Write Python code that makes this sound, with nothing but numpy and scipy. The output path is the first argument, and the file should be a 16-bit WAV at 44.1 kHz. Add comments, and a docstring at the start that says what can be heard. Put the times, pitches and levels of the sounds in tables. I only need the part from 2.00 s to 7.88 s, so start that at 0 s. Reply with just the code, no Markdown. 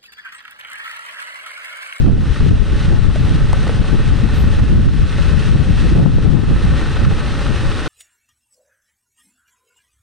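"""A diesel four-wheel-drive creeps up a gravel track at idle, straight towards the microphone.
Its cylinders knock and ring the block, its gears whine, its tyres crunch and now and then spit a stone.
The stereo microphone stands in the open, where gusts buffet both of its ports. Its gain control
ducks under the strong ones, so the steady vehicle seems to dip and swell."""
import sys
import numpy as np
from scipy import signal
from scipy.fft import rfft, irfft, next_fast_len
from scipy.io import wavfile
from scipy.ndimage import uniform_filter1d, map_coordinates

SR = 44100
rng = np.random.default_rng(int(sys.argv[2]) if len(sys.argv) > 2 else 0)


def unload_wav(signal):
    """Save mono or channel-first audio to the path in sys.argv[1] as 16-bit WAV at rate SR, clipped to [-1, 1]."""
    wavfile.write(
        sys.argv[1],
        SR,
        np.round(np.clip(np.atleast_2d(signal).T, -1, 1) * 32767).astype(np.int16),
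    )


N = 259308
TIME = np.arange(N) / SR

# Knocks in one cycle of two crankshaft turns. Each row: share of the cycle, relative level in dB.
CYCLE_KNOCKS = [(.02, 1.5), (0.14, -4), (0.266, -5), (0.391, 5.5), (0.46, -3), (0.562, -2.5), (0.699, 2),
                (0.782, -11.5), (0.879, -2)]
# Block and bonnet resonances. Each row: centre in Hz, width in Hz, relative level in dB.
BLOCK_MODES = [(232, 86, 2.5), (344, 63, 3.5), (425.3, 51, 0.5), (567, 74, -0.5), (742, 22, -3),
               (825, 130, -6.5), (1117, 144, -4), (1349, 160, -3.5), (1521, 71, -2), (1825, 99, -4.5),
               (2746, 225, -12.5), (2856, 145, -12.5), (3920, 420, -18.5)]

def diesel_clatter(knock_s, scatter_db, fan_db):
    """Up the track, combustion and valve knocks ring the block over the steady rush of the fan."""
    def block(hz):
        return sum((-1) ** k * amp(db) * 1j * hz * width / (centre ** 2 - hz ** 2 + 1j * hz * width)
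                   for k, (centre, width, db) in enumerate(BLOCK_MODES))

    cycles, force = crank_turns() / 2, np.zeros(N)
    whole_cycles = np.arange(int(cycles[-1]) + 1)
    for share, db in CYCLE_KNOCKS:
        at = np.searchsorted(cycles, whole_cycles + share)
        size = amp(db + scatter_db * np.minimum(rng.standard_normal(len(at)), 1))
        force[at[at < N]] += size[at < N]
    bursts = signal.lfilter([1], [1, -np.exp(-1 / (knock_s * SR))], force)
    drive = (unit(bursts) + amp(fan_db)) * rng.standard_normal((2, N))
    return ahead(filtered(drive, block))


# The idle, sagging a little under load at the end. Each row: time in seconds, turns a minute.
IDLE_RPM = [(0, 807.8), (1.7, 807.3), (3.2, 806.6), (3.7, 809.6), (4.7, 810.2), (5.3, 802.6), (5.88, 801.5)]

def crank_turns():
    """Turns of the crankshaft so far, which pace the knocks and the whines."""
    return np.cumsum(curves(IDLE_RPM)[0]) / (60 * SR)


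# Gear and belt tones. Each row: multiple of the crankshaft rate, relative level in dB.
GEAR_ORDERS = [(32, -42.5), (55, -54.5), (64, -51.5), (96, -48.5), (112, -52.5), (128, -53), (160, -72)]

def gear_whine(waver_db, slip_rad):
    """Meshing teeth sing at multiples of the crankshaft rate, each a little unsteady."""
    crank_angle = 2 * np.pi * crank_turns()
    tones = [amp(db + waver_db * wobble(7.1)) * np.sin(round(order) * crank_angle + slip_rad * wobble(25))
             for order, db in GEAR_ORDERS]
    return np.sqrt(2) * sum(tones)


# A thin whine that fades and returns. Each row: time in seconds, level in dB.
HIGH_WHINE_LEVEL = [(0, -44), (1.4, -51), (1.9, -46), (3.3, -44), (3.6, -46), (5.88, -46.5)]

def high_whine(order, waver_db, slip_rad):
    """One clean tone above the gears, locked to the crankshaft."""
    db = curves(HIGH_WHINE_LEVEL)[0] + waver_db * wobble(6.0)
    return np.sqrt(2) * amp(db) * np.sin(2 * np.pi * order * crank_turns() + slip_rad * wobble(25))


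# Gravel under the tread. Each row: frequency in Hz, relative spectral level in dB.
CRUNCH_SPECTRUM = [(300, -43), (700, -14.5), (1300, 1), (1900, 3.5), (2250, -1), (2800, 2), (4100, -1.5),
                   (4700, -6.5), (5700, -7.5), (7400, -16), (8400, -11), (9500, -15.5), (10700, -25),
                   (12000, -40), (13000, -69)]

def tyre_crunch(pebbles_per_s, size_db, clump_db, sand_db):
    """Down on the track, countless pebbles click under the tread, in clumps, over grinding sand."""
    hits = rng.random(N) < pebbles_per_s / SR
    sizes = amp(size_db * np.minimum(rng.exponential(size=N), 4))
    clicks = hits * sizes * rng.standard_normal((2, N))
    grit = unit(clicks) + amp(sand_db) * rng.standard_normal((2, N))
    clumps = amp(clump_db * wobble(45))
    return ahead(coloured(grit * clumps, CRUNCH_SPECTRUM))


# The distance slowly closes. Each row: time in seconds, engine level in dB, crunch level in dB.
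APPROACH_LEVELS = [(0, -31, -33), (1.7, -30, -34.5), (2.6, -30, -34.5), (3.4, -31, -32), (4.2, -29, -33.5),
                   (4.9, -28.5, -34.5), (5.88, -27.5, -32.5)]
# Loose patches. Each row: crest in seconds, length in seconds, crunch gain in dB, engine gain in dB.
TYRE_BITES = [(0.263, 0.079, 2.5, 6), (0.348, 0.09, 3, 4), (0.777, 0.086, 1, -0.5), (1.16, 0.064, 3, -2),
              (3.12, 0.13, 1.5, 2.5), (3.26, 0.15, 0, 2.5), (3.824, 0.1, 2, 0), (4.816, 0.12, 1, 0.5)]

def approach():
    """Engine and crunch levels in dB: the vehicle nears, labouring as its tyres bite loose gravel."""
    engine_db, crunch_db = curves(APPROACH_LEVELS)
    for crest_s, length_s, bite_db, labour_db in TYRE_BITES:
        bite = bell(crest_s, length_s)
        engine_db += labour_db * bite
        crunch_db += bite_db * bite
    return engine_db, crunch_db


# Stones spat out, dead centre. Each row: start in seconds, ring peak in dB, ring pitch in Hz, ring t60
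# in seconds, relative crack level in dB, its tilt in dB per octave above 1 kHz, its t60 in seconds.
SPAT_STONES = [(.36, -16, 1280, .06, -10, -2, .015), (1.159, -11, 585, .05, -4, 2, .014),
               (1.5305, -11, 850, .032, 9, 1, .007), (1.531, -17, 1180, .03, -10, -2, .015),
               (1.536, -16.5, 520, .045, -5, -3, .015), (1.668, -17, 1240, .04, 4, -3.5, .025),
               (1.673, -20, 510, .05, 5, -3, .02), (1.678, -19, 1900, .03, 0, -3, .015),
               (1.694, -11.5, 490, .05, -1, -4, .02), (4.968, -17, 1310, .03, -10, -3, .015),
               (5.05, -9.5, 1250, .03, -2, -7, .012), (5.182, -19, 1450, .02, 2, -4, .015),
               (5.34, -19, 1400, .02, 2, -4, .015), (5.466, -14.5, 1280, .035, -3, -5, .015),
               (5.716, -16, 1290, .05, -8, -2, .015), (5.86, -15, 1400, .03, -2, -3, .012)]
# A struck stone on its bed. Each row: multiple of the pitch, relative level in dB, share of the t60.
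RING_MODES = [(1, 8.5, 0.64), (1.47, -12.5, 0.11), (2.3, 0.5, 0.31), (3.6, -3, 0.25)]
# The crack of a stone. Each row: frequency in Hz, gain in dB.
CRACK_SPECTRUM = [(200, -16), (600, 10), (1100, 8.5), (2000, -4.5), (4000, -11), (9800, -14), (11500, -28),
                  (13000, -47)]

def stones(crack_db, blur, attack_s):
    """A tyre squeezes a stone out with a blurred hollow ring and a crack, dull if the tread smothers it."""
    lead = SR // 200  # samples of room before each strike
    track = np.zeros(N + SR)
    t = np.maximum(np.arange(SR // 5) - lead, 0) / SR
    hz = np.fft.rfftfreq(len(t), 1 / SR)
    octaves = np.log2(np.maximum(hz / 1000, 1))
    for start_s, db, ring_hz, t60, snap_db, tilt_db, snap_t60 in SPAT_STONES:
        jitter = uniform_filter1d(rng.standard_normal(len(t)), size=8)
        phase = 2 * np.pi * ring_hz * t + blur * np.cumsum(jitter) / np.sqrt(SR)
        ring = sum(amp(level - 60 * t / (t60 * share)) * np.sin(ratio * phase)
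                   for ratio, level, share in RING_MODES)
        ring *= 1 - np.exp(-(t / attack_s) ** 2)
        burst = (t > 0) * amp(crack_db + snap_db - 60 * t / snap_t60) * rng.standard_normal(len(t))
        crack = irfft(rfft(burst) * amp(along(CRACK_SPECTRUM, hz) + tilt_db * octaves), len(t))
        track[round(start_s * SR) - lead:][:len(t)] += amp(db) * (ring / np.abs(ring).max() + crack)
    return track[:N]


# A faint squeak from the vehicle. Each row: time in seconds, pitch in Hz, level in dB.
SQUEAK_PATH = [(2.28, 12600, -91), (2.34, 12400, -60), (2.41, 12650, -50), (2.46, 12700, -59),
               (2.52, 12600, -102)]
# Its two partials. Each row: multiple of the pitch, relative level in dB.
SQUEAK_PARTIALS = [(1, 0), (.91, -6)]

def chassis_squeak(rough_db, slip_rad):
    """Something on the rocking chassis squeaks once, very high and a little rough."""
    hz, db = curves(SQUEAK_PATH)
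    sounding = (TIME > SQUEAK_PATH[0][0]) & (TIME < SQUEAK_PATH[-1][0])
    phase = 2 * np.pi * np.cumsum(hz) / SR
    partials = [amp(db + level + rough_db * wobble(300)) * np.sin(ratio * phase + slip_rad * wobble(400))
                for ratio, level in SQUEAK_PARTIALS]
    return sounding * sum(partials)


# The breeze between gusts, dying away at the end. Each row: time in seconds, rumble level in dB.
BREEZE_LEVEL = [(0, -16), (3, -13), (4.7, -16), (5.65, -18.5), (5.88, -22)]
# Gusts right on the microphone. Each row: crest in seconds, length in seconds, rumble level in dB,
# relative flutter level in dB, left over right in dB.
PORT_GUSTS = [(0.022, 0.16, -4.5, -5.5, 8.5), (0.089, 0.075, 0, -1, -19), (0.167, 0.079, -4, -2, 6),
              (0.23, 0.11, -8.5, -3.5, -10), (0.304, 0.038, -3.5, -24, 21), (0.419, 0.034, -5.5, -6.5, 1.5),
              (0.456, 0.038, -11.5, 5.5, 15), (0.528, 0.065, -1, -7.5, 2.5), (0.616, 0.037, -2, -12.5, 25),
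              (0.723, 0.083, -8.5, -8.5, -1), (0.852, 0.071, -22, 0, 4), (0.92, 0.095, -7.5, -10, 1.5),
              (1.006, 0.089, -5.5, -10.5, 18), (1.09, 0.063, -5, -9, 7), (1.222, 0.092, -9, -6, 5),
              (1.338, 0.07, -10.5, -4.5, -4), (1.43, 0.042, -7, -7, -0.5), (1.507, 0.09, -11, -21, 4),
              (1.606, 0.05, -15.5, -6, -2), (1.808, 0.023, -8, -4, 4), (1.938, 0.043, -9.5, -1.5, 23),
              (1.997, 0.032, -6.5, -16, -6), (2.124, 0.097, -7, -8, 8), (2.244, 0.039, -8.5, -3, 10),
              (2.332, 0.02, -8, -15, -3), (2.465, 0.11, -7, -7.5, 5), (2.62, 0.07, -5.5, -9.5, -2),
              (2.767, 0.1, -3.5, -4, 2.5), (2.875, 0.047, -2, -7.5, -8), (2.935, 0.056, -10, 0, 19),
              (3.02, 0.055, -3.5, -10, 3.5), (3.21, 0.023, -6.5, -13, 14), (3.282, 0.044, -10.5, -14, 14),
              (3.352, 0.073, -8, -8.5, 24), (3.503, 0.058, -7, -9, 7), (3.55, 0.026, -2.5, 0, 3),
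              (3.603, 0.024, -10, 7.5, 17), (3.717, 0.084, -6.5, -6, 4), (3.806, 0.06, -9, -12, 7),
              (3.937, 0.16, -7.5, -5.5, 1), (4.014, 0.065, -11.5, 7, 1), (4.073, 0.034, -9.5, 9, 13),
              (4.157, 0.092, -3.5, -7.5, 0.5), (4.274, 0.031, -8, -5, 0), (4.327, 0.13, -3.5, 0, 15),
              (4.516, 0.09, -5.5, -5, -1.5), (4.683, 0.12, -9, -6.5, 1), (4.894, 0.027, -25, -24, -14),
              (4.995, 0.029, -15, -4.5, -15), (5.085, 0.092, -7.5, -9.5, -6),
              (5.514, 0.065, -13.5, -5.5, 15), (5.676, 0.063, -13, -20, 4)]
# Big slow eddies, then small fast ones. Each row: frequency in Hz, relative spectral level in dB.
RUMBLE_SPECTRUM = [(8, -6.5), (20, -2.5), (50, 1), (85, -2), (125, -7), (200, -19), (400, -52), (1000, -98)]
FLUTTER_SPECTRUM = [(40, -14.5), (90, -5.5), (140, 2), (200, -4), (300, -12), (450, -23.5), (700, -33.5),
                    (1500, -45.5), (5000, -119.5)]

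def wind(breeze_lean_db, breeze_flutter_db, flutter_trim_db):
    """Breeze and gusts add in power; their eddies rumble and flutter, most on the windward port."""
    rumble_power = (amp(curves(BREEZE_LEVEL)[0]) * leaning(breeze_lean_db)) ** 2
    flutter_power = rumble_power * amp(breeze_flutter_db) ** 2
    for crest_s, length_s, db, flutter_db, lean_db in PORT_GUSTS:
        gust_power = (amp(db) * leaning(lean_db)) ** 2 * bell(crest_s, length_s)
        rumble_power += gust_power
        flutter_power += gust_power * amp(flutter_db) ** 2
    rumble = np.sqrt(rumble_power) * eddies(RUMBLE_SPECTRUM, lump_db=4.0, lumps_per_s=20, even_s=0.0594)
    flutter = np.sqrt(flutter_power) * eddies(FLUTTER_SPECTRUM, lump_db=4.5, lumps_per_s=48, even_s=0.045)
    return rumble + amp(flutter_trim_db) * flutter


def eddies(spectrum, lump_db, lumps_per_s, even_s):
    """Lumpy turbulence, of even strength over even_s and unrelated at the two ports."""
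    lumps = amp(lump_db * np.array([wobble(lumps_per_s), wobble(lumps_per_s)]))
    air = coloured(lumps * rng.standard_normal((2, N)), spectrum)
    power = uniform_filter1d(air ** 2, size=int(even_s * SR), axis=1)
    return air / np.sqrt(np.abs(power) + 1e-6)


# The sharpest eddies. Each row: crest in seconds, length in seconds, level in dB, left over right in dB.
RIM_TEARS = [(0.124, 0.064, -24, 4), (0.466, 0.013, -17.5, 18), (0.932, 0.052, -20, 3),
             (3.86, 0.05, -23, 10), (4.002, 0.11, -18, 12), (4.062, 0.0038, -6, 21), (4.186, 0.012, -14, 7),
             (4.25, 0.011, -29, 7), (4.349, 0.041, -18.5, 11), (4.437, .012, -16, 6)]
# Their rasp. Each row: frequency in Hz, relative spectral level in dB.
TEAR_SPECTRUM = [(150, -13), (300, 9), (460, 2), (620, -7), (850, -5.5), (1200, -25), (2500, -35),
                 (6000, -73)]

def wind_tearing():
    """Air breaks away at the rim of a port and rasps above the rumble, or pops when very brief."""
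    strength = sum(amp(db) * leaning(lean_db) * bell(crest_s, length_s)
                   for crest_s, length_s, db, lean_db in RIM_TEARS)
    return strength * coloured(rng.standard_normal((2, N)), TEAR_SPECTRUM)


# The stereo image up the track. Each row: frequency in Hz, left-right correlation.
PORT_LIKENESS = [(300, 1), (1500, 0.96), (3200, 0.9), (6000, 0.75), (9000, 0.31)]

def ahead(pair):
    """Two unrelated signals become one source in front of the microphone, wider in the treble."""
    def mid_side_gains(hz):
        angle = np.arccos(np.clip(along(PORT_LIKENESS, hz), -1, 1)) / 2
        return np.array([np.cos(angle), np.sin(angle)])

    mid, side = filtered(pair, mid_side_gains)
    return unit(np.array([mid + side, mid - side]))


def gain_control(x, duck_above_db, listen_s, recover_db_per_s):
    """One gain for both channels drops as soon as the sound is too strong and climbs back steadily."""
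    power = np.abs(uniform_filter1d(np.mean(x ** 2, axis=0), size=int(listen_s * SR)))
    needed_db = 10 * np.log10(np.hypot(1, power / amp(duck_above_db) ** 2))
    recovered_db = recover_db_per_s * TIME
    return x * amp(recovered_db - np.maximum.accumulate(needed_db + recovered_db))


def amp(db):
    """Decibels to gain."""
    return 10 ** (np.asarray(db) / 20)


def unit(x):
    """Scale to rms 1."""
    return x / np.sqrt(np.mean(x ** 2) + 1e-20)


def along(points, hz):
    """(Hz, value) points read on a log axis."""
    point_hz, values = np.transpose(points)
    return np.interp(np.log(hz + 1), np.log(point_hz + 1), values)


def curves(rows):
    """One value per sample for each column after the time."""
    seconds, *columns = np.transpose(rows)
    return [np.interp(TIME, seconds, column) for column in columns]


def wobble(rate):
    """A smooth random curve, rate knots a second."""
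    return map_coordinates(rng.standard_normal(int(N * rate / SR) + 4), [TIME * rate])


def bell(crest_s, length_s):
    """A smooth rise and fall that peaks at 1."""
    return np.exp(-(2 * (TIME - crest_s) / length_s) ** 2)


def leaning(lean_db):
    """Left and right gains of constant total power."""
    pair = amp(np.array([[lean_db], [-lean_db]]) / 2)
    return pair / np.sqrt(np.mean(pair ** 2))


def filtered(x, response):
    """x through a frequency response."""
    size = next_fast_len(N + SR // 2)
    return irfft(rfft(x, size) * response(np.fft.rfftfreq(size, 1 / SR)), size)[..., :N]


def coloured(x, spectrum):
    """x through a (Hz, dB) spectrum, at rms 1."""
    return unit(filtered(x, lambda hz: amp(along(spectrum, hz))))


def scene():
    """The vehicle straight ahead on the track, the wind right on the microphone."""
    engine_db, crunch_db = approach()
    engine = amp(engine_db) * diesel_clatter(knock_s=0.0061, scatter_db=3.5, fan_db=6.0)
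    whines = amp(2.0) * gear_whine(waver_db=2.2, slip_rad=0.3)
    whines += high_whine(order=192, waver_db=2, slip_rad=0.3)
    tyres = amp(crunch_db) * tyre_crunch(pebbles_per_s=1500, size_db=2.0, clump_db=0.78, sand_db=6.5)
    tyres += stones(crack_db=-5, blur=8.5, attack_s=0.0003)
    squeak = chassis_squeak(rough_db=3, slip_rad=0.45)
    buffeting = wind(breeze_lean_db=2, breeze_flutter_db=-7.5, flutter_trim_db=-0.1)
    return engine + whines + tyres + squeak + buffeting + wind_tearing()


def record(dry):
    """At the microphone, gusts turn the gain down and still hit full scale; the top treble is cut off."""
    ducked = gain_control(dry, duck_above_db=-8.5, listen_s=0.037, recover_db_per_s=27)
    return filtered(np.clip(ducked, -1, 1), lambda hz: hz < 12900)


dry = scene()
out = record(dry)
unload_wav(out)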